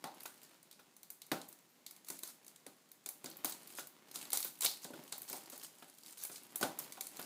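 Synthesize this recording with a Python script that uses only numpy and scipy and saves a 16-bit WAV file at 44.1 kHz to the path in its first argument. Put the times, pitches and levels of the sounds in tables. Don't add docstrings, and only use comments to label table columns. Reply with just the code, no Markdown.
import sys
import numpy as np
from scipy import signal
from scipy.fft import rfft, irfft
from scipy.io import wavfile
from scipy.ndimage import uniform_filter1d

SR = 44100
rng = np.random.default_rng(int(sys.argv[2]) if len(sys.argv) > 2 else 0)


def wav_record(signal):
    frames = np.transpose(np.atleast_2d(signal))
    bounded = np.clip(frames, -1, 1)
    quanta = np.round(bounded * 32767).astype(np.int16)
    wavfile.write(sys.argv[1], SR, quanta)


N = 319725

# start_s [s], crack_db [dB], ring_db of the taut film [dB]
SNAPS = [(0.0412, -51, -46.5), (0.2051, -50.5, -56), (0.2325, -46, -67), (0.2585, -43.5, -56),
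         (0.6284, -58, -69), (0.7119, -54.5, -58), (0.727, -60, -57.5), (0.9654, -55, -66),
         (1.0309, -51.5, -58.5), (1.1025, -42.5, -57.5), (1.2174, -50, -51.5), (1.265, -55, -72),
         (1.3164, -41.5, -41), (1.4149, -51.5, -50.5), (1.4873, -47, -69), (1.5266, -52.5, -63.5),
         (1.864, -46.5, -48), (1.9094, -49, -58), (1.9634, -57, -63), (2.0463, -57.5, -64),
         (2.0851, -41, -52), (2.1014, -38.5, -49), (2.1897, -47, -57), (2.2334, -40, -47.5),
         (2.2748, -48, -62), (2.4457, -59, -70), (2.465, -55, -64), (2.4796, -51, -60), (2.56, -56, -61),
         (2.6646, -49, -55.5), (2.916, -51.5, -62), (3.0602, -40, -47.5), (3.0887, -37, -54),
         (3.2426, -44.5, -54), (3.2587, -46.5, -45), (3.3, -47, -77), (3.313, -64, -51.5),
         (3.3687, -47, -66), (3.4458, -29, -49), (3.4553, -41, -40), (3.4956, -40, -69),
         (3.522, -43.5, -47.5), (3.6734, -50, -58), (3.7932, -45, -52), (3.8708, -47.5, -63),
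         (4.1133, -51.5, -55), (4.157, -41.5, -44), (4.217, -52, -56), (4.252, -52, -53),
         (4.3033, -42.5, -52), (4.319, -45.5, -45), (4.3306, -28, -39), (4.372, -30.5, -37.5),
         (4.4032, -34.5, -53), (4.4272, -40, -41.5), (4.4464, -33.5, -55), (4.6077, -34.5, -47),
         (4.6188, -35, -43.5), (4.6469, -30.5, -33), (4.6506, -27.5, -53), (4.6597, -36.5, -28.5),
         (4.666, -47, -33), (4.844, -45, -47.5), (5.1238, -39.5, -41), (5.1793, -40.5, -71),
         (5.218, -42, -59), (5.2977, -40, -59), (5.3286, -39, -48), (5.499, -46.5, -58), (5.5771, -46, -67),
         (6.0608, -53, -54), (6.236, -37, -56), (6.2499, -37.5, -50), (6.358, -50, -49), (6.5573, -32, -50),
         (6.6112, -36.5, -46), (6.6275, -37.5, -39.5), (6.7885, -33.5, -55.5), (6.9221, -45, -51),
         (7.0086, -36.5, -44), (7.0686, -42.5, -52.5), (7.169, -46.5, -53), (7.1955, -45, -61)]
# start_s [s], tick_db of contact [dB], thump_db [dB], clack_db [dB], hollow_db [dB]
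KNOCKS = [(0.04, -40.5, -54.5, -58, -43), (0.255, -46.5, -71, -50, -77), (0.793, -67, -74.5, -60.5, -68),
          (1.316, -32, -40.5, -40, -41), (2.1, -51.5, -57.5, -58, -61), (2.232, -62, -64, -60, -83),
          (2.664, -55, -59.5, -62.5, -62), (3.061, -54.5, -65, -71, -60), (3.242, -54, -55.5, -58.5, -58),
          (3.261, -70, -56.5, -56, -80), (3.445, -41.5, -51, -46.5, -47.5),
          (3.785, -45.5, -60.5, -47.5, -64), (4.157, -54, -63, -59, -69), (4.331, -48, -59.5, -55, -49),
          (4.447, -57, -63, -53, -69), (4.647, -52, -57, -56, -49.5), (4.848, -53.5, -57, -58, -57),
          (4.904, -70, -54, -72, -57), (4.935, -65, -55, -54, -58), (4.99, -74, -58.5, -68, -62),
          (5.123, -49, -68, -54.5, -58), (5.305, -71, -58.5, -67, -61), (5.331, -50, -56, -58, -50),
          (5.526, -75, -59.5, -62.5, -59), (5.823, -59, -65, -56.5, -61), (6.296, -57, -61.5, -57, -64),
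          (6.611, -62, -51, -65, -42), (6.628, -32, -41, -38, -39), (6.972, -58, -68, -57, -53),
          (7.193, -46.5, -62, -51, -54)]
# start_s [s], length_s [s], level_db [dB]
TEARS = [(2.062, 0.11, -57.5), (2.224, 0.084, -54), (3.465, 0.049, -49), (3.765, 0.05, -49),
         (4.14, 0.022, -48), (4.324, 0.04, -40), (4.39, 0.099, -50.5), (4.616, 0.042, -36),
         (4.825, 0.02, -52.5), (5.275, 0.095, -50), (5.514, 0.056, -54), (5.626, 0.03, -49.5),
         (6.186, 0.068, -51.5), (6.316, 0.059, -54.5), (6.614, 0.027, -43.5), (6.791, 0.011, -45)]
# time_s [s], film_db of crinkling [dB], skin_db of skin and sleeve rubbing [dB]
HAND_EFFORT = [(0.0, -69, -65.5), (0.46, -62.5, -64), (0.8, -91, -71.5), (1.18, -93, -77), (1.38, -59, -66),
               (1.7, -76.5, -72.5), (2.4, -73.5, -68.5), (2.72, -72, -71.5), (3.05, -84, -75),
               (3.24, -64, -62.5), (3.45, -81, -57.5), (3.73, -53, -61.5), (3.98, -87, -66.5),
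               (4.18, -49.5, -62), (4.42, -66, -62), (4.68, -53, -68.5), (4.97, -62, -60), (5.13, -54, -62),
               (5.6, -58.5, -61), (5.97, -61, -70.5), (6.06, -54, -65.5), (6.28, -50.5, -71),
               (6.52, -60.5, -60), (6.66, -77, -56), (6.8, -58, -57), (7.0, -60, -62), (7.25, -48, -50.5)]
# time_s [s], pitch_hz [Hz], level_db [dB]
SQUEAK_PATH = [(1.672, 11600, -82), (1.71, 12350, -74), (1.74, 12350, -82), (1.79, 12850, -83),
               (1.84, 12100, -79)]
# pitch_hz [Hz], relative level_db [dB], t60_s [s]
CASE_MODES = [(200, -3, 0.17), (261.6, 8, 0.11), (327, 2.5, 0.3), (359, -3, 0.2), (400, 8, 0.19),
              (590, 3, 0.21), (646, -5, 0.31), (722, 12, 0.12), (782, 5, 0.33), (903, -15, 0.21),
              (1028, -29, 0.12), (1234, -24, 0.02), (1650, -5, 0.34), (2010, 20.5, 0.24),
              (2450, 32.5, 0.031)]
# nominal delay_s [s], level_db re the direct sound [dB]
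BOUNCES = [(.0009, -14.5), (.0019, -6.5), (.0026, -8)]

# frequency_hz [Hz], gain_db [dB]
CRINKLE_COLOUR = [(60, -59), (400, -1.5), (900, -2), (1500, -3), (2800, -8), (4300, -1.5), (5800, -1.5),
                  (8000, 1.5), (12000, 0), (15500, -2)]
RUB_COLOUR = [(50, -54), (90, -16), (150, -3.5), (280, 4), (480, -3.5), (850, -3.5), (1500, -8),
              (3000, -9.5), (8000, -18.5)]
THUMP_COLOUR = [(30, -30), (85, -31), (150, -2.5), (300, 3), (450, -5.5), (580, 0), (750, -12),
                (1500, -39.5)]
CLACK_COLOUR = [(300, -23), (700, -5), (1000, -11.5), (1500, 7.5), (2000, -18), (2700, -7), (3500, -2.5),
                (6000, -10.5), (12000, -10)]
CRACK_COLOUR = [(1200, -46.5), (2200, -2), (3000, -20), (4500, -28), (6000, -1), (8000, 0), (11000, 0.5),
                (15500, 1)]
TICK_COLOUR = [(70, -25), (200, -4), (700, 9.5), (1500, 4), (2500, -1.5), (3400, -8.5), (8000, -11)]
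HISS_COLOUR = [(15, -58), (25, -13), (64, -29.5), (164, 2.5), (281, 2), (389, -3), (1110, -7.5),
               (3090, -11.5), (4150, -10.5), (5730, -12), (6730, -10), (14300, -19), (15500, -13)]

HISS_DB = -70
TOP_HZ = 15500
ROOM_T60_S, BASS_T60_S = 0.3, 0.39
BRIGHT_DB_PER_DB, NEUTRAL_CRACK_OVER_RING_DB, MAX_BRIGHT_DB = 0.82, 10.5, 16
STRAY_PER_S, STRAY_DB, STRAY_SPREAD_DB, STRAY_RING_DB, STRAY_FOLLOW = 4, -59.5, 1.5, -6, 0.49
SNAP_TICK_DB = -17.5


def undb(db):
    return 10 ** (np.asarray(db) / 20)


def level(x, db, seconds):
    return x * undb(db) * np.sqrt(seconds * SR / (np.sum(x ** 2) + 1e-18))


def add(track, start_s, x):
    i = int(np.clip(start_s * SR, 0, N - 1))
    track[i:i + len(x)] += x[:N - i]


def colour(x, points, size=2048):
    hz, db = np.transpose(points)
    bins_hz = np.linspace(1, SR / 2, size // 2 + 1)
    gain = undb(np.interp(np.log(bins_hz), np.log(hz), db))
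    cepstrum = irfft(np.log(gain))
    cepstrum[1:size // 2] *= 2
    cepstrum[size // 2 + 1:] = 0
    impulse = irfft(np.exp(rfft(cepstrum)))
    return signal.fftconvolve(x, impulse)[:len(x)]


def resonate(x, hz, width_hz):
    b, a = signal.iirpeak(min(hz, .45 * SR), hz / width_hz, fs=SR)
    return signal.lfilter(b, a, x)


def fade(t, t60):
    return np.exp(-np.log(1000) * t / t60)


def walk(rate):
    k = int(SR / rate)
    steps = np.repeat(rng.standard_normal(N // k + 1), k)
    return uniform_filter1d(steps, k)[:N]


def tail(db, t60):
    t = np.arange(SR // 3) / SR
    build = np.clip((t - .003) / 0.0024, 0, 1)
    return level(rng.standard_normal(len(t)) * build * fade(t, t60), db, 1 / SR)


def room(x, room_db=-3.0):
    return x + signal.fftconvolve(x, tail(room_db, BASS_T60_S))[:N]


def desk(x):
    out = x.copy()
    path = 1 + .2 * rng.uniform(-1, 1)
    for delay_s, db in BOUNCES:
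        late = np.pad(x, (int(path * delay_s * SR), 0))[:len(x)]
        out += undb(db) * late
    return out


def slips(n, rate, spread_db):
    sizes = undb(spread_db * np.minimum(rng.exponential(size=n), 4))
    happens = rng.random(n) < rate / SR
    return level(happens * sizes * rng.choice([-1, 1], n), 0, n / SR)


def flip(t60, room_db, room_t60):
    t = np.arange(4096) / SR
    attack = np.clip(t / 0.0011, 0, 1)
    direct = desk(rng.standard_normal(len(t)) * fade(t, t60) * attack)
    out = tail(room_db, room_t60)
    add(out, 0, level(direct, 0, 1 / SR))
    return out


def crinkle(n, rate, spread_db, facet_db=6, flip_t60=0.0038, room_db=-4):
    out = 0
    pitches = np.geomspace(2500, 14000, num=8)
    ease = signal.windows.tukey(n, min(1, 0.0054 * SR / n))
    for hz in pitches:
        moments = ease * slips(n, rate / len(pitches), spread_db)
        flips = signal.fftconvolve(moments, flip(flip_t60, room_db, ROOM_T60_S))
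        out = out + flips + undb(facet_db) * resonate(flips, hz, 1300)
    return colour(out, CRINKLE_COLOUR)


def hiss():
    return level(colour(rng.standard_normal(N), HISS_COLOUR), HISS_DB, N / SR)


def handling(crinkle_db=-4, rub_db=-4):
    time_s, *columns = np.transpose(HAND_EFFORT)
    film_db, skin_db = (np.interp(np.arange(N) / SR, time_s, c) for c in columns)
    film = level(crinkle(N, rate=380, spread_db=5.5)[:N], crinkle_db, N / SR)
    skin = level(colour(slips(N, rate=900, spread_db=4.5), RUB_COLOUR), rub_db, N / SR)
    film = film * undb(film_db + 2 * walk(30))
    skin = skin * undb(skin_db + 2 * walk(34))
    return film + room(skin)


def squeak(jitter=0.004, ease_share=0.2):
    time_s, hz, db = np.transpose(SQUEAK_PATH)
    out = np.zeros(N)
    t = np.arange(time_s[0], time_s[-1], 1 / SR)
    pitch_hz = np.interp(t, time_s, hz) * (1 + jitter * walk(800)[:len(t)])
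    tone = np.sqrt(2) * np.sin(2 * np.pi * np.cumsum(pitch_hz) / SR)
    ease = signal.windows.tukey(len(t), ease_share)
    add(out, time_s[0], tone * undb(np.interp(t, time_s, db)) * ease)
    return room(out, room_db=-6)


def tears(tear_db=0.0):
    out = np.zeros(N)
    for start_s, length_s, db in TEARS:
        breaks = crinkle(int(length_s * SR), rate=1600, spread_db=3.0)
        add(out, start_s, level(breaks, db + tear_db, length_s))
    return out


def ticks(contact_t60=0.0073, room_db=-5, lag_s=0.0006, tick_db=0):
    out = np.zeros(N)
    for start_s, tick, *_ in KNOCKS:
        contact = colour(flip(contact_t60, room_db, ROOM_T60_S), TICK_COLOUR)
        add(out, start_s + lag_s, level(contact, tick + tick_db, .005))
    return out


def knocks(blow_t60=0.059, room_db=-2, modes_db=-3, thump_db=2.5, clack_db=-2.0, hollow_db=-3.0,
           hollow_hz=830, hollow_width_hz=230):
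    out = np.zeros(N)
    t = np.arange(SR // 3) / SR
    span_s = .03
    for start_s, _, thump, clack, hollow in KNOCKS:
        struck = rng.choice([-1, 1], len(CASE_MODES))
        modes = np.zeros(len(t))
        for sign, (hz, db, t60) in zip(struck, CASE_MODES):
            modes += sign * undb(db) * np.sin(2 * np.pi * hz * t) * fade(t, t60)
        modes = level(modes, modes_db, 1 / SR)
        body = modes + flip(blow_t60, room_db, BASS_T60_S)
        lid = modes + flip(blow_t60, room_db, ROOM_T60_S)
        cavity = modes + flip(blow_t60, room_db, BASS_T60_S)
        cavity = resonate(cavity, hollow_hz, hollow_width_hz)
        cavity = resonate(cavity, hollow_hz, 2 * hollow_width_hz)
        add(out, start_s, level(colour(body, THUMP_COLOUR), thump + thump_db, span_s))
        add(out, start_s, level(colour(lid, CLACK_COLOUR), clack + clack_db, span_s))
        add(out, start_s, level(cavity, hollow + hollow_db, span_s))
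    return out


def strays():
    time_s, film_db, _ = np.transpose(HAND_EFFORT)
    place, size = rng.random((int(STRAY_PER_S * N / SR), 2)).T
    starts_s = place * N / SR
    effort_db = np.interp(starts_s, time_s, film_db) - film_db.mean()
    crack_db = STRAY_DB + STRAY_FOLLOW * effort_db + STRAY_SPREAD_DB * (2 * size - 1)
    return list(zip(starts_s, crack_db, crack_db + STRAY_RING_DB))


def snaps(rows, slip_t60=0.0095, room_db=-5, ring_hz=4200, ring_width_hz=1400, facet_share=0.66,
          crack_db=1.66, ring_db=-0.6):
    out = np.zeros(N)
    span_s = .005
    for start_s, crack, ring in rows:
        slackness_db = crack - ring - NEUTRAL_CRACK_OVER_RING_DB
        bright = np.clip(BRIGHT_DB_PER_DB * slackness_db, -MAX_BRIGHT_DB, MAX_BRIGHT_DB)
        chance = rng.uniform(-0.8, 1, size=3)
        t60 = slip_t60 * 2 ** (.5 * chance[0])
        facet, taut, shell = (flip(t60, room_db, ROOM_T60_S) for _ in range(3))
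        facet_hz = 9500 * 2 ** (.5 * chance[1])
        facet = facet + facet_share * resonate(facet, facet_hz, 3800)
        tilted = [(hz, db + bright * np.clip(np.log2(hz / 10000), -.5, .5)) for hz, db in CRACK_COLOUR]
        facet = colour(facet, tilted)
        taut_hz = ring_hz * 2 ** (0.082 * chance[2])
        taut = resonate(taut, taut_hz, ring_width_hz)
        taut = resonate(taut, taut_hz, 2 * ring_width_hz)
        add(out, start_s, level(facet, crack + crack_db, span_s))
        add(out, start_s, level(taut, ring + ring_db, span_s))
        add(out, start_s, level(colour(shell, TICK_COLOUR), crack + SNAP_TICK_DB, span_s))
    return out


def scene():
    background = hiss() + handling() + squeak()
    case = knocks() + ticks()
    film = tears() + snaps(strays()) + snaps(SNAPS)
    return (background + case + film)[None]


def record(dry):
    low_pass = signal.ellip(10, .2, 70, TOP_HZ, fs=SR, output="sos")
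    return signal.sosfilt(low_pass, dry)


dry = scene()
out = record(dry)
wav_record(out)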